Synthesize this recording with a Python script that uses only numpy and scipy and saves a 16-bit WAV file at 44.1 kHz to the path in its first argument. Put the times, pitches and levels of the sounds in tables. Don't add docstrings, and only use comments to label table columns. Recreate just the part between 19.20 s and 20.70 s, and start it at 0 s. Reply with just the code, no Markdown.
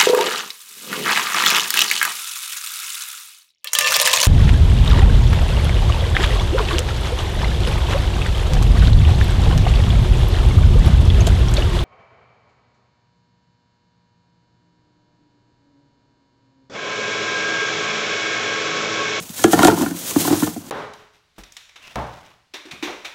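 import sys
import numpy as np
from scipy import signal
from scipy.fft import rfft, irfft, next_fast_len
from scipy.io import wavfile
from scipy.ndimage import map_coordinates

SR = 44100
rng = np.random.default_rng(int(sys.argv[2]) if len(sys.argv) > 2 else 0)


def wav_out(sig):
    wavfile.write(sys.argv[1], SR, np.round(np.clip(np.atleast_2d(sig).T, -1, 1) * 32767).astype(np.int16))


N = 66150
HIT_TIME = np.arange(SR // 3) / SR


def amp(db):
    return 10 ** (np.asarray(db) / 20)


def along(points, hz):
    point_hz, values = np.transpose(points)
    return np.interp(np.log(hz + 1), np.log(point_hz + 1), values)


def curve(points):
    return np.interp(np.arange(N) / SR, *np.transpose(points))


def wobble(per_s):
    knots = rng.standard_normal(int(N * per_s / SR) + 4)
    return map_coordinates(knots, [np.arange(N) * per_s / SR])


def unit_rms(x):
    return x / np.sqrt(np.mean(x ** 2) + 1e-20)


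def filtered(x, response):
    size = next_fast_len(len(x) + 8192)
    hz = np.fft.rfftfreq(size, 1 / SR)
    return irfft(rfft(x, size) * response(hz), size)[:len(x)]


def coloured(x, eq):
    return unit_rms(filtered(x, lambda hz: amp(along(eq, hz))))


def fade(t60, t=HIT_TIME):
    return np.exp(-np.log(1000) * t / t60)


def ring(hz, t60):
    return np.sin(2 * np.pi * hz * HIT_TIME) * fade(t60)


def ticks(per_s, spread_db):
    sizes = amp(spread_db * np.minimum(rng.exponential(size=N), 4.5))
    fires = rng.random(N) < per_s / SR
    return unit_rms(fires * sizes * np.sign(rng.standard_normal(N)))


def add(track, start_s, sound):
    start = round(start_s * SR)
    sound = sound[max(0, -start):]
    part = track[max(0, start):][:len(sound)]
    part += sound[:len(part)]


def bending_sweep(x, delay_s=0.0042, at_hz=333.8):
    return filtered(x, lambda hz: np.exp(-4j * np.pi * delay_s * np.sqrt(at_hz * hz)))


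# frequency in Hz, relative level in dB.
AIR_EQ = [(25, 21), (150, 26.5), (500, -22), (3000, -66), (15000, -21)]
def room_air(level_db=-57):
    return amp(level_db) * coloured(rng.standard_normal(N), AIR_EQ)


# frequency in Hz, relative level in dB.
CRACK_EQ = [(300, -6), (1500, -13), (3300, 0.5), (5200, -6), (7000, 2.5), (10000, -6.5), (15500, -19.5)]
def crack():
    lead_in = amp(-19) * np.exp(-HIT_TIME[::-1] / 0.0066)
    slap = fade(t60=0.0065) + amp(-12) * fade(t60=0.079)
    noise = coloured(rng.standard_normal(2 * len(HIT_TIME)), CRACK_EQ)
    return noise * np.concatenate([lead_in, slap])


# pitch in Hz, relative level in dB, t60 in seconds.
WALL_MODES = [(446.3, -1, 0.13), (570, -5.5, 0.039), (721, 1, 0.072), (778, 1.5, 0.048), (839, -7.5, 0.022),
              (914, -3.5, 0.051), (992, -2.5, 0.032), (1050.5, -3.5, 0.04), (1230, -10, 0.024),
              (1409, 3.5, 0.022), (1440, -37, .018), (1777, -8, 0.12), (2130, -9, 0.033), (3094, 0, 0.034)]
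def knock(spot_hz, treble_hz, scuff_s=0.0025, scuff_db=4.5, radiate_hz=244):
    modes = np.zeros(len(HIT_TIME))
    for hz, db, t60 in WALL_MODES:
        octaves_off = np.log2(hz / spot_hz)
        spot_db = 11 * np.exp(-(octaves_off / 0.28) ** 2)
        gain = amp(db + spot_db + rng.normal(0, 2.5))
        detune = 1 + rng.normal(0, 0.025)
        modes += gain * ring(hz * detune, t60)
    scuff = rng.standard_normal(len(HIT_TIME)) * np.exp(-HIT_TIME / scuff_s)
    roughened = signal.fftconvolve(modes, scuff / np.linalg.norm(scuff))[:len(HIT_TIME)]
    wall = modes + amp(scuff_db) * roughened

    def tone(hz):
        radiated = hz ** 2 / (hz ** 2 + radiate_hz ** 2)
        return radiated / np.sqrt(1 + (hz / treble_hz) ** 6)

    wall = bending_sweep(filtered(wall, tone))
    return wall / np.sqrt(np.mean(wall[:SR // 100] ** 2))


# pitch in Hz, level in dB against the bounce, t60 in seconds.
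BASIN_MODES = [(173.9, -36.5, 0.85), (217.6, -20, 0.15), (331.8, -41.5, 0.81)]
def thump(start_s, bounce_hz, rise_s=0.0024):
    bounce = ring(bounce_hz, t60=0.054)
    basin = sum(amp(db + rng.normal(0, 1)) * ring(hz, t60) for hz, db, t60 in BASIN_MODES)
    table = amp(-32 + 9 * start_s) * ring(hz=98.5, t60=0.13)
    attack = 1 - np.exp(-(HIT_TIME / rise_s) ** 2)
    return (bounce + basin + table) * attack


# time in seconds, treble cutoff in Hz.
HEAP_CUSHION = [(.25, 3400), (.65, 2510), (1.0, 2130)]
# start in seconds, relative thump, knock and crack levels in dB,
# thump pitch in Hz, pitch of the struck spot in Hz.
LANDINGS = [(.001, -26, -40.5, -27, 176, 496), (.094, -24.5, -59, -31, 196.5, 480),
            (.191, -29.5, -24.5, -31, 278, 1610), (0.2402, 4, -1.5, -6.5, 333.4, 1430),
            (.274, -10.5, -26, -44, 320, 1180), (.326, -10, -20, -19, 295, 1290),
            (0.331, -8, -2, -16, 337, 860), (0.3363, -7.5, -16, -17, 303, 905),
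            (0.376, -11, -16, -36, 258, 850), (.390, -22, -3.5, -15.5, 330, 815),
            (.401, -5.5, -19.5, -18.5, 252, 1290), (0.41, -23, -15, -30, 216, 920),
            (.420, -16, -7.5, -26, 317, 880), (0.4305, -0.5, -2, -7.5, 330, 1390),
            (.448, 1.5, 0, -4.5, 328.5, 1000), (.471, -5.5, -8, -7.5, 335, 818),
            (0.4802, -1.5, 1, -16, 326, 960), (0.498, -23, -12.5, -40, 261, 1530),
            (0.512, -12.5, -18, -23.5, 328, 1080), (.523, -11.5, -21, -33, 330, 810),
            (.574, -14, -19.5, -40, 274, 1030), (.590, -13, -27, -30, 345, 1400),
            (.608, -7, -17.5, -46, 284, 920), (.620, -10, -17.5, -29, 310, 1400),
            (.631, -8.5, -17.5, -33, 254, 766), (0.6604, -10.5, -17.5, -37, 286, 1250),
            (0.709, -14.5, -27.5, -30.5, 282, 1287), (0.74, -29.5, -34, -38, 320, 890),
            (.910, -61, -27, -19, 298, 1080), (.9590, -0.5, -15.5, -40, 291, 940),
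            (1.013, -13.5, -47, -36, 285, 900), (1.05, -12.5, -19.5, -37, 285, 1120),
            (1.075, -9, -13.5, -32, 319, 1060), (1.106, -2, -17.5, -44, 281.7, 447),
            (1.1235, -3, -17, -41, 312, 1090), (1.2214, -5.5, -17, -23, 253.4, 965),
            (1.229, -6.5, -16.5, -40, 302, 593), (1.267, -37, -23, -34, 258, 960),
            (1.273, -17.5, -20.5, -29.5, 206, 1290), (1.36, -20.5, -26.5, -40, 242, 600),
            (1.37, -18.5, -57, -45, 286, 589), (1.44, -30, -59, -67, 263, 466)]
def plums(thump_trim_db=3, knock_trim_db=-7):
    bright, low = np.zeros(N), np.zeros(N)
    lead_in_s = len(HIT_TIME) / SR
    for start_s, thump_db, knock_db, crack_db, thump_hz, spot_hz in LANDINGS:
        treble_hz = np.interp(start_s, *np.transpose(HEAP_CUSHION))
        add(bright, start_s, amp(knock_db + knock_trim_db) * knock(spot_hz, treble_hz))
        add(bright, start_s - lead_in_s, amp(crack_db) * crack())
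        add(low, start_s, amp(thump_db + thump_trim_db) * thump(start_s, thump_hz))
    return bright + bending_sweep(low)


# time in seconds, level in dB.
ROLL_SWELLS = [(0, -44.5), (.15, -48), (.22, -38), (.30, -32), (.38, -22.5), (.49, -18.5), (.55, -30),
               (.63, -27), (.72, -40.5), (.82, -42.5), (.94, -36.5), (1.04, -27), (1.14, -23.5),
               (1.27, -49), (1.33, -50.5), (1.5, -42.5)]
# frequency in Hz, relative level in dB.
HEAP_EQ = [(25, -40), (55, -33), (95, -2), (170, 1), (300, 2.5), (480, -9), (800, -7.5), (1400, -11),
           (2200, -20.5), (5000, -19.5), (15000, -43)]
def jostling():
    bumps = coloured(ticks(per_s=700, spread_db=0), HEAP_EQ)
    return amp(curve(ROLL_SWELLS)) * bending_sweep(bumps)


# time in seconds, relative level in dB.
BAG_SWELLS = [(0, -43), (.035, -36), (.06, -42), (.157, -38.5), (.163, -30.5), (.195, -27), (.23, -29),
              (.27, -39), (.325, -23.5), (.36, -33), (.44, -24.5), (.54, -36), (.61, -29.5), (.73, -39.5),
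              (.79, -31.5), (.83, -31.5), (.875, -25.5), (.91, -26), (.945, -33), (1.01, -20.5),
              (1.045, -25.5), (1.075, -21.5), (1.11, -28.5), (1.175, -30), (1.21, -27), (1.28, -32),
              (1.31, -39), (1.36, -39), (1.42, -47), (1.5, -44.5)]
# frequency in Hz, relative level in dB.
FILM_EQ = [(200, -41), (500, -1.5), (1000, -9.5), (2200, -7), (3500, -3.5), (5200, -5), (6400, -0.5),
           (10000, -3.5), (15500, -5.5)]
def bag(trim_db=1, hiss_db=1.5, flutter_db=1.63):
    crinkles = ticks(per_s=2000, spread_db=-2)
    hiss = amp(hiss_db) * rng.standard_normal(N)
    level_db = curve(BAG_SWELLS) + trim_db + flutter_db * wobble(per_s=90)
    return amp(level_db) * coloured(crinkles + hiss, FILM_EQ)


# frequency in Hz, t60 in seconds.
KITCHEN_DECAY = [(100, 0.58), (400, 0.33), (1500, 0.34), (5000, 0.17), (14000, 0.19)]
def kitchen_reverb(x, build_s=0.0083):
    hz, t, spectrum = signal.stft(rng.standard_normal(SR // 2), SR, nperseg=256)
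    decay = fade(along(KITCHEN_DECAY, hz)[:, None], t)
    _, tail = signal.istft(spectrum * decay, SR, nperseg=256)
    tail_time = np.arange(len(tail)) / SR
    tail *= 1 - np.exp(-(tail_time / build_s) ** 2)
    return signal.fftconvolve(x, tail / np.linalg.norm(tail))[:N]


def scene(reverb_db=-16):
    air = room_air()
    close = plums() + jostling() + bag()
    return (close + amp(reverb_db) * kitchen_reverb(close) + air)[None]


def record(dry, low_cut_hz=60, ceiling=0.89, hardness=16, top_hz=15750):
    low_cut = signal.butter(2, low_cut_hz, "highpass", fs=SR, output="sos")
    x = signal.sosfilt(low_cut, dry[0])
    clipped = x / (1 + np.abs(x / ceiling) ** hardness) ** (1 / hardness)
    return filtered(clipped, lambda hz: hz < top_hz)[None]


dry = scene()
out = record(dry)
wav_out(out)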